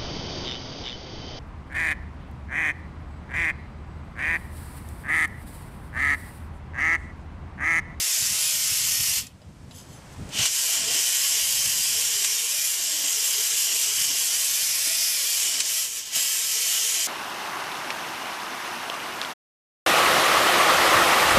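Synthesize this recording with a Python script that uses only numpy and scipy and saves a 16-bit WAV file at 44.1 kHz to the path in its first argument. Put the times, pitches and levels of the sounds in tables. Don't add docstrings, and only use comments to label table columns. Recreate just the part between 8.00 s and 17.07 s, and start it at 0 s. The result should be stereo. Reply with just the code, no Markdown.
import sys
import numpy as np
from scipy import signal
from scipy.fft import rfft, irfft, next_fast_len
from scipy.io import wavfile
from scipy.ndimage import uniform_filter1d, map_coordinates

SR = 44100
rng = np.random.default_rng(int(sys.argv[2]) if len(sys.argv) > 2 else 0)


def wav_out(sig):
    wavfile.write(sys.argv[1], SR, np.round(np.clip(np.atleast_2d(sig).T, -1, 1) * 32767).astype(np.int16))


N = 399987
TIME_S = np.arange(N) / SR

def amp(db):
    return 10 ** (np.asarray(db) / 20)

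def unit(x):
    return x / np.sqrt(np.mean(x ** 2) + 1e-20)

def along(points, hz):
    f, v = np.transpose(points)
    return np.interp(np.log(hz + 1), np.log(f + 1), v)

def curves(rows, outside=None):
    s, *cols = np.transpose(rows)
    return np.array([np.interp(TIME_S, s, c, outside, outside) for c in cols])

def swells(rows):
    t = np.linspace(0, N / SR, N // 64)
    bells = sum(height * np.exp2(-(2 * (t - s) / length) ** 2) for s, length, height in rows)
    return curves(np.transpose([t, bells]))[0]

def surges(rows):
    return swells([(s, length, amp(db)) for s, length, db in rows])

def blows(rows, attack_s=0.00024):
    t = np.arange(SR // 4) / SR
    envelope = np.zeros(N + SR)
    for s, db, t60 in rows:
        envelope[round(s * SR):][:len(t)] += (1 - np.exp(-t / attack_s)) * amp(db - 60 * t / t60)
    return envelope[:N]

def wobble(rate_hz):
    return map_coordinates(rng.standard_normal(int(N * rate_hz / SR) + 4), [TIME_S * rate_hz])

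def noise():
    return rng.standard_normal((2, N))

def patchy(depth_db=2):
    spectra = signal.stft(noise(), nperseg=512)[2]
    field = uniform_filter1d(rng.standard_normal(spectra.shape[1:]), size=4, axis=0)
    field = uniform_filter1d(field, size=20, axis=1)
    return signal.istft(spectra * amp(depth_db * unit(field)), nperseg=512)[1][:, :N]

def breathy_tone(hz, width_hz):
    phase = 2 * np.pi * np.cumsum(hz * np.ones(N)) / SR
    return unit(wobble(2 * width_hz) * np.cos(phase) + wobble(2 * width_hz) * np.sin(phase))

def filtered(x, response):
    size = next_fast_len(N + SR // 4)
    return irfft(rfft(x, size) * response(np.fft.rfftfreq(size, 1 / SR)), size)[..., :N]

def coloured(x, spectrum):
    return unit(filtered(x, lambda hz: amp(along(spectrum, hz))))

def resonate(x, modes):
    return filtered(x, lambda f: sum(
        (-1) ** k * amp(db) * 1j * f * width / (hz * hz - f * f + 1j * f * width)
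        for k, (hz, width, db) in enumerate(modes)))

def centred(x):
    return np.outer([1, 0], x)

# time in seconds, level in dB.
ROOM_LEVEL = [(1.3, -60.5), (1.6, -57.5), (1.95, -52), (2.32, -47)]
# frequency in Hz, density in dB.
ROOM_SPECTRUM = [(100, 4.5), (500, 2.5), (900, 2), (1500, -2.5), (3000, -8), (6000, -9.5), (8300, -12),
                 (11000, -19), (15000, -28)]

def workshop(whistle_db=-19):
    level, = amp(curves(ROOM_LEVEL))
    resting, = amp(curves([(1.2, 0), (2.45, 0.0091)], outside=-np.inf))
    whistle = amp(whistle_db) * unit(resonate(noise(), [(8200, 50, 0)]))
    rush = coloured(noise(), ROOM_SPECTRUM)
    return level * (resting * whistle + (0.29 + resting) * rush)

# middle in seconds, length in seconds, level in dB.
AIR_GUSTS = [(.27, .11, -43.5), (.95, .7, -45.5), (1.8, .65, -41.5), (2.24, .066, -29), (2.39, .088, -41.5),
             (2.86, .14, -47), (3.75, .55, -51), (6.03, .17, -56)]
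# frequency in Hz, density in dB.
WIND_SPECTRUM = [(15, -41), (25, -22), (54, -3), (135, -0.5), (289, -13.5), (403, -23), (498, -23),
                 (600, -28), (780, -39), (1320, -120)]

def draught(lumps_db=3, left_db=-11, right_db=3.5, still_db=-64):
    lumps = amp(lumps_db * wobble(40))
    level = surges(AIR_GUSTS) + amp(still_db + 3.3 * wobble(14))
    return level * amp([[left_db], [right_db]]) * coloured(noise() * lumps, WIND_SPECTRUM)

# frequency in Hz, width in Hz, gain in dB.
CASTING_MODES = [(130, 140, -6.5), (294, 29, 10), (636, 100, 1.5)]

def casting(force):
    return unit(resonate(force, CASTING_MODES))

# start in seconds, clink in dB, thud in dB.
BUMPS = [(1.417, -55, -44), (1.710, -44, -47)]
# middle in seconds, length in seconds, level in dB.
CAM_PUSHES = [(1.785, 0.089, -45.5), (1.93, 0.087, -52.5), (2.135, 0.018, -51)]
# frequency in Hz, width in Hz, gain in dB.
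CLINK_MODES = [(3000, 400, 1), (4000, 250, 0), (4900, 170, 1), (7510, 140, -3), (9880, 180, -12)]
SCRAPE_MODES = [(3160, 370, -5.5), (5040, 500, -7), (6260, 130, 0), (6870, 120, -1), (7800, 200, -1),
                (9800, 100, -3), (10550, 120, -4), (11900, 220, -7)]
# frequency in Hz, level in dB.
SQUEAK_PARTIALS = [(3080, -13), (4360, -9), (4950, -7), (6190, -1), (7410, -8), (9750, -9), (11800, -13)]

def handling(scrape_db=-1, grit_db=3, clink_t60_s=0.096, thud_t60_s=0.055):
    clink = blows([(s, db, clink_t60_s) for s, db, _ in BUMPS]) * unit(resonate(noise(), CLINK_MODES))
    thump = blows([(s, db, thud_t60_s) for s, _, db in BUMPS]) * casting(noise())
    friction = noise() * amp(grit_db * wobble(1000))
    scrape = amp(scrape_db) * surges(CAM_PUSHES) * unit(resonate(friction, SCRAPE_MODES))
    partials = sum(amp(db) * breathy_tone(hz, width_hz=30) for hz, db in SQUEAK_PARTIALS)
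    squeak = surges([(1.945, 0.086, -57)]) * partials
    return clink + thump + scrape + centred(squeak)

# start in seconds, chatter in dB, thud in dB, chatter t60 in seconds.
CONTACTS = [(1.267, -32.5, -66, 0.04), (2.29, -38, -47, 0.071), (2.387, -19, -54, 0.078),
            (2.426, -19, -58, .05), (2.455, -13, -60, 0.069), (2.945, -28, -41, .08),
            (4.241, -20, -70, 0.061), (4.246, -18, -67, 0.047), (5.04, -24, -44, .08),
            (5.715, -38, -48, 0.049), (6.11, -34, -47, 0.051), (6.869, -36, -47, 0.062),
            (7.603, -13, -56, 0.05), (8.163, -37, -36.5, 0.068)]
# frequency in Hz, width in Hz, gain in dB.
IRON_MODES = [(1070, 410, -2), (1410, 250, 4.5), (2435, 1200, 7.5), (4080, 590, 11.5), (5000, 580, 13.5),
              (6100, 2000, 11), (7540, 650, 15.5), (9500, 2100, 4)]

def knocks(chatter_db=-3, thud_t60_s=0.13):
    chatter = blows([(s, db + chatter_db, t60) for s, db, _, t60 in CONTACTS])
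    thump = blows([(s, db, thud_t60_s) for s, _, db, _ in CONTACTS])
    return chatter * unit(resonate(noise(), IRON_MODES)) + thump * casting(noise())

# middle and length in seconds, pitch and width in Hz, level in dB.
TOOL_SQUEALS = [(4.55, 0.3, 2443, 80.7, -42), (6.72, 0.24, 2162, 130.3, -47), (7.029, 0.62, 5140, 281, -34)]

def squeals():
    arch = lambda s, length: np.cos(np.pi * np.clip((TIME_S - s) / length, -0.5, 0.5))
    return sum(amp(db) * arch(s, length) * breathy_tone(hz, width)
               for s, length, hz, width, db in TOOL_SQUEALS)

# time in seconds, depth from 0 (top of the brake) to 1 (deep in the notch).
TOOL_DEPTH = [(0, 0.083), (1.2, 0.066), (2.5, 0.65), (3.2, 0.91), (4.5, 0.75), (5.3, 0.73), (6.2, 0.68),
              (6.7, 0.94), (7.3, 0.72), (7.7, 0.49), (8.3, 0.48), (9.07, 0.51)]
# delay in ms, delay added at full depth in ms, signed strength.
REFLECTIONS = [(1.2, 0.584, -0.0086), (1.46, 0.293, 0.013), (1.65, 0.87, -0.014), (3.22, -0.055, 0.0053),
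               (3.42, -0.1, -0.002), (3.58, -0.597, -0.022), (3.98, -0.41, 0.0098), (4.52, 0.5, 0.0018),
               (4.72, -0.35, 0.021), (4.72, -0.083, 0.026), (4.95, -0.936, 0.032), (5.92, -0.048, -0.02),
               (6.23, -0.855, -0.021), (7.47, 0.87, -0.017), (7.52, 0.193, 0.034), (8.92, -0.32, -0.015),
               (10.86, -0.163, 0.031), (11.26, 0.16, 0.0011)]

def iron_echoes(x, depth):
    n = np.arange(N)
    dull = filtered(x, lambda hz: amp(along([(1600, 17.5), (4000, 12), (9000, 0)], hz)))
    for delay_ms, slide_ms, strength in REFLECTIONS:
        when = n - (delay_ms + slide_ms * depth) * SR / 1000
        x = x + strength * np.array([np.interp(when, n, channel) for channel in dull])
    return x

# frequency in Hz, width in Hz, gain in dB.
HOLLOW_MODES = [(429, 43, 8.5), (675, 43, 16.5), (1070, 82, 15.5), (923, 50, 6), (1480, 51, -4),
                (1650, 35, 4), (1947, 110, 14.5), (2160, 38, 12.5)]

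def hollows(level_db=-7):
    return amp(level_db) * unit(resonate(noise(), HOLLOW_MODES))

def vane_hum(vane_phase, load, depth, level_db=-60.5, load_db=15, top_db=-7):
    rough = 0.3 + 0.7 * load ** 2
    partials = 0
    for k, db in enumerate([0, -3, -8], 1):
        gain = amp(db + 3 * wobble(24)) / np.hypot(1, k * rough)
        tone = np.sin(k * (vane_phase + 0.6 * rough * wobble(90)))
        partials += gain * tone * (1 + k * rough * wobble(110))
    flare = sum(resonate(partials, [mode]) for mode in HOLLOW_MODES[:3])
    near_top = 1 - np.clip(2 * depth, 0, 1)
    return amp(level_db + load_db * load ** 2 + top_db * near_top) * (partials + 0.4 * flare)

def judder(load, level_db=-44):
    return amp(level_db) * load ** 3 * casting(noise() * amp(1.9 * wobble(65)))

VANES = 4
# multiple of the turning rate, level in dB.
WHINE_ORDERS = [(16, -8), (22, -9), (28, 0), (31, 0), (32, -2), (35, -5), (36, -2), (38, -4), (41, -8),
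                (49, -7)]

def disc_whine(vane_phase, middle_s=7.03, length_s=0.11, level_db=-29.5):
    partials = sum(amp(db) * np.sin(k * vane_phase / VANES + 2 * np.pi * rng.random())
                   for k, db in WHINE_ORDERS)
    return surges([(middle_s, length_s, level_db)]) * unit(partials)

# mean pitch in Hz, width in Hz, level in dB.
SLOT_TONES = [(7565, 130, -9.5), (12130, 97, -16)]
# time in seconds, nominal upper pitch in Hz, gain of both in dB.
SLOT_TRACK = [(1.2, 12190, -7), (2.55, 12500, -1), (3.1, 12200, -3.5), (3.3, 11780, -1), (3.65, 11830, -5),
              (3.9, 12200, -2), (4.15, 12300, 0), (4.5, 12230, -7), (4.9, 12280, 5), (5.2, 12080, -1),
              (5.55, 12240, -4), (5.8, 12430, 2.5), (6, 11970, -6), (6.15, 12130, -1), (6.4, 11950, -4),
              (6.6, 12490, 0), (7.1, 12040, -12), (7.35, 11990, -6), (8.3, 12200, -1), (8.6, 12260, -5)]

def slot_whistles(wander=0.0037, flicker_db=2):
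    upper_hz, level_db = curves(SLOT_TRACK)
    tones = 0
    for (hz, width, db), bend in zip(SLOT_TONES, [1, upper_hz / np.mean(upper_hz)]):
        gain = amp(db + flicker_db * wobble(12))
        tones += gain * breathy_tone(hz * bend * (1 + wander * wobble(14)), width)
    return amp(level_db) * tones

def grain_buzz(x, vane_phase, load, free_share=0.42, grains=256):
    position = vane_phase / (2 * np.pi * VANES) % 1 * grains
    track = lambda: map_coordinates(rng.standard_normal(grains), [position], mode="grid-wrap")
    drift = wobble(7)
    share = free_share * (1 - load) ** 2
    buzz = np.array([np.cos(drift) * track() + np.sin(drift) * track() for _ in range(2)])
    return np.sqrt(1 - share) * unit(x) + np.sqrt(share) * unit(buzz)

# time in seconds, flatness from 0 (on edge) to 1 (flat on the iron).
DISC_FLATNESS = [(0, 0.74), (1.3, 0.65), (3.3, 0.06), (6.2, 0.08), (6.65, 0.8), (7.1, 0.73), (7.3, 0.84),
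                 (7.45, 0.18)]
# frequency in Hz, width in Hz, gain in dB.
CHAMBER_MODES = [(2530, 170, -21), (2920, 330, 5), (3353, 140, -2.5)]
OUTLET_MODES = [(3134, 500, 0)]
FACE_MODES = [(1395, 95, -6.5), (2335, 260, 2.5), (2860, 450, -2), (3533, 72, 8), (4390, 390, 2)]

def tool_ring(vane_phase, load, flutter, housing_db=-2.5, face_db=-2):
    flat = np.clip(curves(DISC_FLATNESS)[0], 0, 1)
    housing_gain = amp(housing_db + 0.81 * wobble(9)) * np.sqrt(1 - flat)
    housing = unit(resonate(resonate(noise() * flutter, CHAMBER_MODES), OUTLET_MODES))
    face = unit(resonate(grain_buzz(noise(), vane_phase, load), FACE_MODES))
    return housing_gain * housing + amp(face_db) * np.sqrt(flat) * face

# frequency in Hz, density in dB.
SCRATCH_SPECTRUM = [(60, -19), (150, -27), (280, -12.5), (350, -10), (500, -4), (850, -1), (1250, -6),
                    (1900, 3.5), (2400, -5), (3500, 3), (8000, -47)]

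def disc_scratch(vane_phase, load, grit, flutter, level_db=-2):
    scratch = grain_buzz(noise() * grit, vane_phase, load) * flutter
    return amp(level_db) * coloured(scratch, SCRATCH_SPECTRUM)

# frequency in Hz, density in dB.
JET_SPECTRUM = [(600, -41.5), (1600, -18.5), (2300, -11.5), (3700, -10), (4400, -9), (4800, -5.5),
                (5300, -3), (6500, -2), (7200, -2.5), (7600, -5.5), (8100, -4.5), (8900, -9.5),
                (10500, -31), (15000, -51)]
FIZZ_SPECTRUM = [(6000, -35), (8500, -7.5), (9500, -1.5), (10500, 0), (11400, -1), (12100, 0),
                 (12600, -3.5), (13100, -10), (14200, -8.5), (15200, -16), (15700, -28)]

def exhaust_hiss(vane_phase, load, grit, flutter, brightness, jet_db=-1, fizz_db=-6):
    jet = coloured(grain_buzz(patchy() * grit, vane_phase, load) * flutter, JET_SPECTRUM)
    fizz = coloured(patchy() * flutter * grit, FIZZ_SPECTRUM)
    return amp(jet_db) * jet + amp(fizz_db) * brightness * fizz

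# middle in seconds, length in seconds, air in dB.
THROTTLE_EASES = [(7.905, 0.11, -6), (8.045, 0.092, -14), (8.115, .05, -11)]

def air_motor(load, free_vane_hz=661, shut_s=1.188, reopen_s=2.296, open_s=0.22, spin_up_s=0.16):
    ease_db = swells(THROTTLE_EASES)
    since_s = TIME_S - reopen_s
    bleed = amp(-347 * np.maximum(TIME_S - shut_s, 0))
    opening = np.clip(since_s / open_s, 0, 1) ** 1.07
    spun_up = 1 - 0.85 * (since_s > 0) * np.exp(-abs(since_s) / spin_up_s)
    air = (bleed + opening) * amp(ease_db)
    vane_hz = free_vane_hz * spun_up * (1 - load) * amp(0.55 * ease_db)
    return air, vane_hz

# middle in seconds, length in seconds, share of the stalling load.
STROKES = [(.2, .37, 0.22), (.77, 0.29, 0.16), (1.14, .2, 0.13), (2.43, 0.15, 0.49), (2.857, .27, .68),
           (3.146, 0.17, 0.19), (3.349, 0.072, 0.18), (3.467, 0.38, 0.2), (3.808, 0.21, 0.21),
           (3.963, .09, 0.21), (4.223, 0.35, 0.41), (4.47, 0.14, .18), (4.795, .11, .38), (4.92, .16, 0.52),
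           (5.05, .11, 0.51), (5.187, .12, 0.33), (5.371, 0.15, 0.36), (5.525, 0.11, 0.31),
           (5.714, .11, 0.43), (5.895, 0.16, 0.37), (6.113, 0.1, .56), (6.284, .16, .27),
           (6.481, 0.26, 0.16), (6.775, .15, .19), (7.22, .11, .17), (7.48, .17, 0.38), (7.61, .14, 0.58),
           (8.25, .22, 0.16), (8.43, 0.1, 0.3), (8.57, .1, 0.32), (8.685, .1, 0.29), (8.815, 0.12, 0.37),
           (9.01, 0.17, 0.51)]
# middle and length in seconds, contact in dB.
DISC_BITES = [(.14, 0.093, 2), (.42, 0.21, 1), (.6, 0.065, -1.5), (2.405, 0.14, 12.5), (2.51, 0.061, -9),
              (2.95, 0.095, 4), (3.3, 0.99, 1.5), (4.55, 0.6, -2.5), (4.83, 0.25, -2.5), (5.3, .1, 1.5),
              (7.44, 0.06, 2), (7.63, 0.034, -4.5), (7.7, 0.19, -2.5), (7.92, 0.1, -5), (8.125, .05, 4),
              (8.175, 0.079, 3), (8.33, .15, 0), (8.49, 0.11, -2.5), (8.72, 0.16, 2.5), (8.98, 0.092, 1.5)]

def grinder(exhaust_db=-24.5, ring_db=-34.5, scrub_db=-46.5, grit_db=1.34):
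    load = np.clip(swells(STROKES), 0, 0.8)
    bite_db = swells(DISC_BITES)
    depth, = curves(TOOL_DEPTH)
    air, vane_hz = air_motor(load)
    exhaust_gain = air * amp(exhaust_db + 0.47 * bite_db)
    ring_gain = air ** 0.62 * amp(ring_db + 2 * load + bite_db)
    scrub_gain = air ** 0.62 * amp(scrub_db + 5.5 * load + 0.84 * bite_db)
    jitter = (0.0005 + 0.018 * load) * wobble(90)
    vane_phase = 2 * np.pi * np.cumsum(vane_hz * (1 + jitter)) / SR
    skips = amp(0.4 * wobble(14) + 0.53 * wobble(110))
    flutter = skips * (1 + 0.043 * np.cos(vane_phase))
    grit = amp(grit_db * wobble(3000))
    brightness = (vane_hz / np.mean(vane_hz)) ** 0.78
    hiss = exhaust_gain * exhaust_hiss(vane_phase, load, grit, flutter, brightness)
    ring = ring_gain * tool_ring(vane_phase, load, flutter)
    scratch = scrub_gain * disc_scratch(vane_phase, load, grit, flutter)
    hollow_ring = scrub_gain * hollows()
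    hum = unit(exhaust_gain) * vane_hum(vane_phase, load, depth)
    tones = hum + disc_whine(vane_phase) + exhaust_gain * brightness * slot_whistles()
    return iron_echoes(hiss + ring + scratch, depth) + hollow_ring + judder(load) + centred(tones)

# frequency in Hz, left-right likeness from 0 to 1.
PORT_LIKENESS = [(100, 1), (400, 1), (1300, 0.92), (2000, 0.83), (3300, 0.33), (4500, 0.91), (5700, 1),
                 (7500, 0.84), (9000, 0.73), (12000, 0.65), (15000, 1)]
# frequency in Hz, left minus right in dB.
PORT_BALANCE = [(300, 0), (1500, -0.5), (2400, -3), (3100, -4.5), (4000, 0), (6200, -0.5), (6900, 1),
                (7600, -12.5), (8400, -16.5), (9700, 10), (11000, -5), (12200, 14.5), (13200, -3.5),
                (15000, 8)]
# frequency in Hz, left lead in radians.
PORT_LEAD = [(1800, 0.043), (3010, 0.31), (3450, 1), (4300, 0.79), (6300, -0.68), (7410, -0.64),
             (8500, 0.72), (9800, -0.26), (11500, 0.86), (12200, 0)]

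def microphone(mid_side):
    def spread(hz):
        angle = np.arccos(np.clip(along(PORT_LIKENESS, hz), 0, 1)) / 2
        return np.array([np.ones_like(hz), np.tan(angle)])

    def ports(hz):
        left_share = 1 / (1 + amp(-along(PORT_BALANCE, hz)))
        phase = np.exp(np.outer([0.5j, -0.5j], along(PORT_LEAD, hz)))
        return 2 * phase * np.array([left_share, 1 - left_share])

    mid, side = filtered(mid_side, spread)
    return filtered(np.array([mid + side, mid - side]), ports)

def scene():
    return microphone(grinder() + centred(squeals()) + knocks() + handling() + workshop()) + draught()

def record(dry):
    return filtered(dry, lambda hz: hz < 15500)

dry = scene()
out = record(dry)
wav_out(out)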